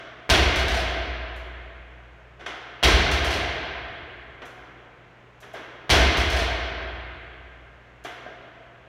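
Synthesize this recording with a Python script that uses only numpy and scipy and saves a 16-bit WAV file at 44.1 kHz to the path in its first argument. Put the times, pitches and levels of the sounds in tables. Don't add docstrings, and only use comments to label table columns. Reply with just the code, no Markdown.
import sys
import numpy as np
from scipy import signal
from scipy.fft import rfft, irfft, next_fast_len
from scipy.io import wavfile
from scipy.ndimage import uniform_filter1d, minimum_filter1d

SR = 44100
rng = np.random.default_rng(int(sys.argv[2]) if len(sys.argv) > 2 else 0)


def inscribe(sig):
    pcm = np.round(np.clip(np.atleast_2d(sig).T, -1, 1) * 32767)
    wavfile.write(sys.argv[1], SR, pcm.astype(np.int16))


N = 391592

# f/Hz, t60/s
GYM_DECAY = [(40, 0.39), (70, 3.1), (160, 1.82), (400, 2.98), (700, 2.49), (1600, 3.32), (3000, 2.45),
             (5500, 1.284), (8000, 0.77), (15000, 0.59)]
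# f/Hz, level/dB
AIR_SPECTRUM = [(20, -30), (45, -9), (66, -7), (86, -14), (120, -11), (150, -9), (230, -15), (370, -13),
                (680, -12), (850, -16), (1400, -16), (2700, -21), (4800, -39), (6500, -41), (9000, -53),
                (15500, -60)]
# f/Hz, rms level/dB
MOTOR_LINES = [(59.2, -66), (120.3, -59)]
# f/Hz, level/dB
COLLAR_SPECTRUM = [(500, -19.5), (3500, -4.5), (5300, -3), (6800, 0), (8500, -9.5), (12000, -6),
                   (16000, -20)]
# f/Hz, level/dB
HUB_SPECTRUM = [(100, -33.5), (220, -11), (340, -2.5), (480, -3), (680, -3.5), (850, -5.5), (1350, 1.5),
                (2200, -2.5), (2800, -4.5), (3400, -5), (4300, -15.5), (6000, -18), (8000, -29.5),
                (15000, -46)]
# f/Hz, level/dB
STACK_SPECTRUM = [(25, -16.5), (60, 17.5), (110, 4), (170, -0.5), (230, -2), (370, 2.5), (520, -0.5),
                  (900, -1.5), (2200, 0.5), (3400, -1.5), (6000, -11.5), (7800, -20.5), (12000, -26.5),
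                  (16000, -34.5)]
# f/Hz, width/Hz, gain/dB
BARBELL_RESONANCES = [(386, 116, 3), (711, 97, 9), (1034, 38, 3.5), (1558, 65, 4), (1940, 21, -2.5),
                      (2024, 26, 2.5), (2164, 30, 3.5), (2230, 43, 1.5), (2600, 22, -3.5), (3120, 44, 1.5),
                      (3310, 45, 6.5), (3760, 53, 0), (4240, 21, 0), (4370, 87, 8), (4420, 31, -10),
                      (5380, 17, 3), (5710, 90, 7), (6090, 47, 8.5), (9380, 400, 4.5)]
# f/Hz, level/dB, t60/s
SLEEVE_MODES = [(376, -8.5, 0.052), (640, -4.5, .1), (662.3, 19, 0.062), (741, 2.5, 0.16),
                (1602, 2.5, 0.17), (3207, -1, 0.047), (5620, -42, .1), (12840, -33, 0.12)]
# f/Hz, level/dB, t60/s
SHAFT_MODES = [(2590, -14.5, 0.095), (2840, 3, 0.087), (3020, 1, 0.2), (3280, 3, 0.14), (3773, 4, 0.097),
               (4150, -1.5, 0.14), (4530, -8.5, 0.18), (4690, -9.5, 0.28), (5030, -21, 0.43),
               (5570, -9, 0.33)]
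# t/s, level/dB
COLLAR_TICKS = [(1.360, -66), (2.463, -69), (4.453, -62.5), (5.403, -63), (5.532, -63), (8.039, -58.5)]
# t/s, level/dB, tilt/(dB/oct), rattle/s, sleeve ring/dB
PLATE_CLANKS = [(-.09, -40, -1, 0.026, -50), (2.394, -45.5, -2, 0.059, -60.5),
                (2.461, -37.5, 0, 0.011, -56), (4.418, -43.5, -3, 0.013, -55),
                (5.422, -48.5, -1.5, 0.047, -60), (5.539, -40, -2, 0.069, -47),
                (8.047, -40, -1, 0.02, -48.5), (8.262, -56, -9.5, 0.0054, -45.5)]
# t/s, level/dB, far-end lag/s, first flight/s, flex level/dB, flex t60/s
BAR_DROPS = [(0.298, -19.5, .030, .258, -21, 3.37), (2.833, -18.5, .021, .277, -33, 3),
             (5.899, -18.5, .025, .270, -22.5, 3.2)]
# level re drop/dB, tilt/(dB/oct), rattle/s
RIM_TOUCH, NEAR_SLAM, FAR_SLAM = (-11.5, -1.1, .0065), (0, 1.26, .017), (-1.84, -2.3, .025)
NEAR_BOUNCE, FAR_BOUNCE = (-16, 2.54, .023), (-15, .3, .025)


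def amp(db):
    return 10 ** (np.asarray(db) / 20)


def time_axis(length_s):
    return np.arange(int(length_s * SR)) / SR


def log_interp(points, hz):
    knots_hz, values = np.transpose(points)
    return np.interp(np.log(hz + 1), np.log(knots_hz), values)


def add(track, at_s, x):
    start = round(at_s * SR)
    x = x[max(-start, 0):N - start]
    track[max(start, 0):][:len(x)] += x


def filtered(x, gain):
    size = next_fast_len(len(x) + SR // 2)
    return irfft(rfft(x, size) * gain(np.fft.rfftfreq(size, 1 / SR)), size)[:len(x)]


def settling(first_s, shrink, repeats):
    return np.append(0, np.cumsum(first_s * shrink ** np.arange(repeats)))


def steel_ring(modes, size=4096):
    t = np.arange(size) / SR
    ring = sum(amp(db + rng.normal(0, 2) - 60 * t / t60_s) * np.sin(2 * np.pi * (hz * t + rng.random()))
               for hz, db, t60_s in modes)
    ring *= np.minimum(t / .002, 1) * np.minimum((t[-1] - t) / .03, 1)
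    return ring / np.linalg.norm(ring)


def struck(spectrum, ripple_db, tilt_db_oct, size=4096):
    hz = np.fft.rfftfreq(size, 1 / SR)
    peaks_db = sum(db / (1 + (2 * (hz - centre_hz) / width_hz) ** 2)
                   for centre_hz, width_hz, db in BARBELL_RESONANCES)
    fine_db = np.interp(hz, np.linspace(0, SR / 2, len(ripple_db)), ripple_db)
    fine_db *= hz / (hz + 1800)
    octaves = np.log2(np.maximum(hz, 250) / 1000)
    level_db = log_interp(spectrum, hz) + peaks_db + fine_db + tilt_db_oct * octaves
    cepstrum = irfft(np.log(amp(level_db)))
    cepstrum[1:size // 2] *= 2
    cepstrum[size // 2 + 1:] = 0
    response = irfft(np.exp(rfft(cepstrum)))
    return response / np.linalg.norm(response)


def room_rattle(rattle_s, direct_db, crisp_db, early_db=-1, early_t60_s=.23, contacts_per_s=2200):
    hz, frames_s, noise = signal.stft(rng.standard_normal(5 * SR // 2), SR, nperseg=512)
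    decay = amp(-60 * frames_s / log_interp(GYM_DECAY, hz)[:, None])
    room = signal.istft(noise * decay, nperseg=512)[1]
    t = np.arange(len(room)) / SR
    room *= 1 + amp(early_db - 60 * t / early_t60_s)
    size = SR // 3
    force = amp(-20 * t[:size] / rattle_s) * (1 - np.exp(-t[:size] / (.12 * rattle_s)))
    room[:size] *= np.sqrt(np.cumsum(force ** 2) / np.sum(force ** 2))
    contacts = rng.random(size) < contacts_per_s / SR
    rattle = force * contacts * amp(4 * rng.standard_normal(size)) * rng.choice([-1, 1], size)
    rattle /= np.linalg.norm(rattle) + 1e-12
    treble = np.diff(rattle, prepend=0)
    room[:size] += amp(direct_db) * rattle + amp(crisp_db) * treble
    return room


def ventilation(air_rms_db=-53.3):
    t = np.arange(N) / SR
    air = filtered(rng.standard_normal(N), lambda hz: amp(log_interp(AIR_SPECTRUM, hz)))
    air /= np.sqrt(np.mean(air ** 2))
    hum = sum(amp(db) * np.sqrt(2) * np.sin(2 * np.pi * hz * t) for hz, db in MOTOR_LINES)
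    return amp(air_rms_db) * air + hum


def collar_ticks(ripple_db, rattle_s=.014):
    out = np.zeros(N)
    for at_s, db in COLLAR_TICKS:
        rattle = room_rattle(rattle_s, direct_db=28, crisp_db=15)
        collar = struck(COLLAR_SPECTRUM, ripple_db, tilt_db_oct=-.5)
        add(out, at_s, amp(db) * signal.oaconvolve(rattle, collar))
    return out


def plate_clanks(ripple_db, direct_ring_gain_db=38):
    out = np.zeros(N)
    for at_s, db, tilt_db_oct, rattle_s, ring_db in PLATE_CLANKS:
        sleeve = amp(ring_db) * steel_ring(SLEEVE_MODES)
        hub = amp(db) * struck(HUB_SPECTRUM, ripple_db, tilt_db_oct)
        rattle = room_rattle(rattle_s, direct_db=29.5, crisp_db=20)
        add(out, at_s, signal.oaconvolve(rattle, hub + sleeve))
        add(out, at_s, amp(direct_ring_gain_db) * sleeve)
    return out


def bar_flex(low_hz=59.2, high_hz=70, high_db=-9, high_t60_s=1.86, rise_s=.053):
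    out, t = np.zeros(N), time_axis(3)
    swell = 1 - np.exp(-t / rise_s)
    high = amp(high_db - 60 * t / high_t60_s) * np.sin(2 * np.pi * high_hz * t)
    for at_s, _, _, flight_s, db, t60_s in BAR_DROPS:
        low = amp(-60 * t / t60_s) * np.sin(2 * np.pi * low_hz * t)
        add(out, at_s + flight_s, amp(db) * swell * (low + high))
    return out


def floor_thumps(hz=64.6, rise_s=.02, delay_s=.0074, gain_db=7, bounce_loss_db=6):
    out, t = np.zeros(N), time_axis(.2)
    thud = (t / rise_s * np.exp(1 - t / rise_s)) ** 2 * np.sin(2 * np.pi * hz * t)
    whips_s = settling(first_s=.089, shrink=.68, repeats=3)
    for at_s, drop_db, _, flight_s, _, _ in BAR_DROPS:
        for contact_s, db in [(at_s, drop_db), (at_s + flight_s, drop_db - bounce_loss_db)]:
            for whip_s, loss_db in zip(whips_s, (0, 2, 6, 12)):
                add(out, contact_s + delay_s + whip_s, amp(db + gain_db - loss_db) * thud)
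    return out


def clap_events(rim_lead_s=.0055, loss_db=.87, dull_db_oct=.5):
    for at_s, drop_db, lag_s, flight_s, _, _ in BAR_DROPS:
        landing = [(-rim_lead_s, RIM_TOUCH), (0, NEAR_SLAM), (lag_s, FAR_SLAM)]
        for delay_s, (db, tilt_db_oct, rattle_s) in landing:
            yield at_s + delay_s, drop_db + db, tilt_db_oct, rattle_s
        for k, bounce_s in enumerate(settling(flight_s, shrink=.48, repeats=4)[1:]):
            for delay_s, (db, tilt_db_oct, rattle_s) in [(0, NEAR_BOUNCE), (lag_s, FAR_BOUNCE)]:
                yield (at_s + bounce_s + delay_s, drop_db + db - k * loss_db,
                       tilt_db_oct - k * dull_db_oct, rattle_s)


def landings(ripple_db, ring_db=-40.5, direct_ring_gain_db=32, crack_gain_db=29):
    out = np.zeros(N)
    for at_s, db, tilt_db_oct, rattle_s in clap_events():
        sleeve = amp(ring_db) * steel_ring(SLEEVE_MODES)
        stack = amp(db) * struck(STACK_SPECTRUM, ripple_db, tilt_db_oct)
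        rattle = room_rattle(rattle_s, direct_db=31, crisp_db=19)
        add(out, at_s, signal.oaconvolve(rattle, stack + sleeve))
        add(out, at_s, amp(direct_ring_gain_db) * sleeve)
    for at_s, db, *_ in BAR_DROPS:
        add(out, at_s, amp(db + crack_gain_db) * steel_ring(SHAFT_MODES, size=12000))
    return out


def scene():
    ripple_db = 2.2 * rng.standard_normal(500)
    mono = landings(ripple_db) + plate_clanks(ripple_db) + collar_ticks(ripple_db)
    mono += floor_thumps() + bar_flex() + ventilation()
    return np.array([mono, mono])


def record(dry, ceiling=.5, window_samples=200, cutoff_hz=15800):
    needed_gain = ceiling / np.maximum(np.abs(dry[0]), ceiling)
    gain = uniform_filter1d(minimum_filter1d(needed_gain, window_samples), window_samples)
    mono = filtered(dry[0] * gain, lambda hz: hz < cutoff_hz)
    return np.array([mono, mono])


dry = scene()
out = record(dry)
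inscribe(out)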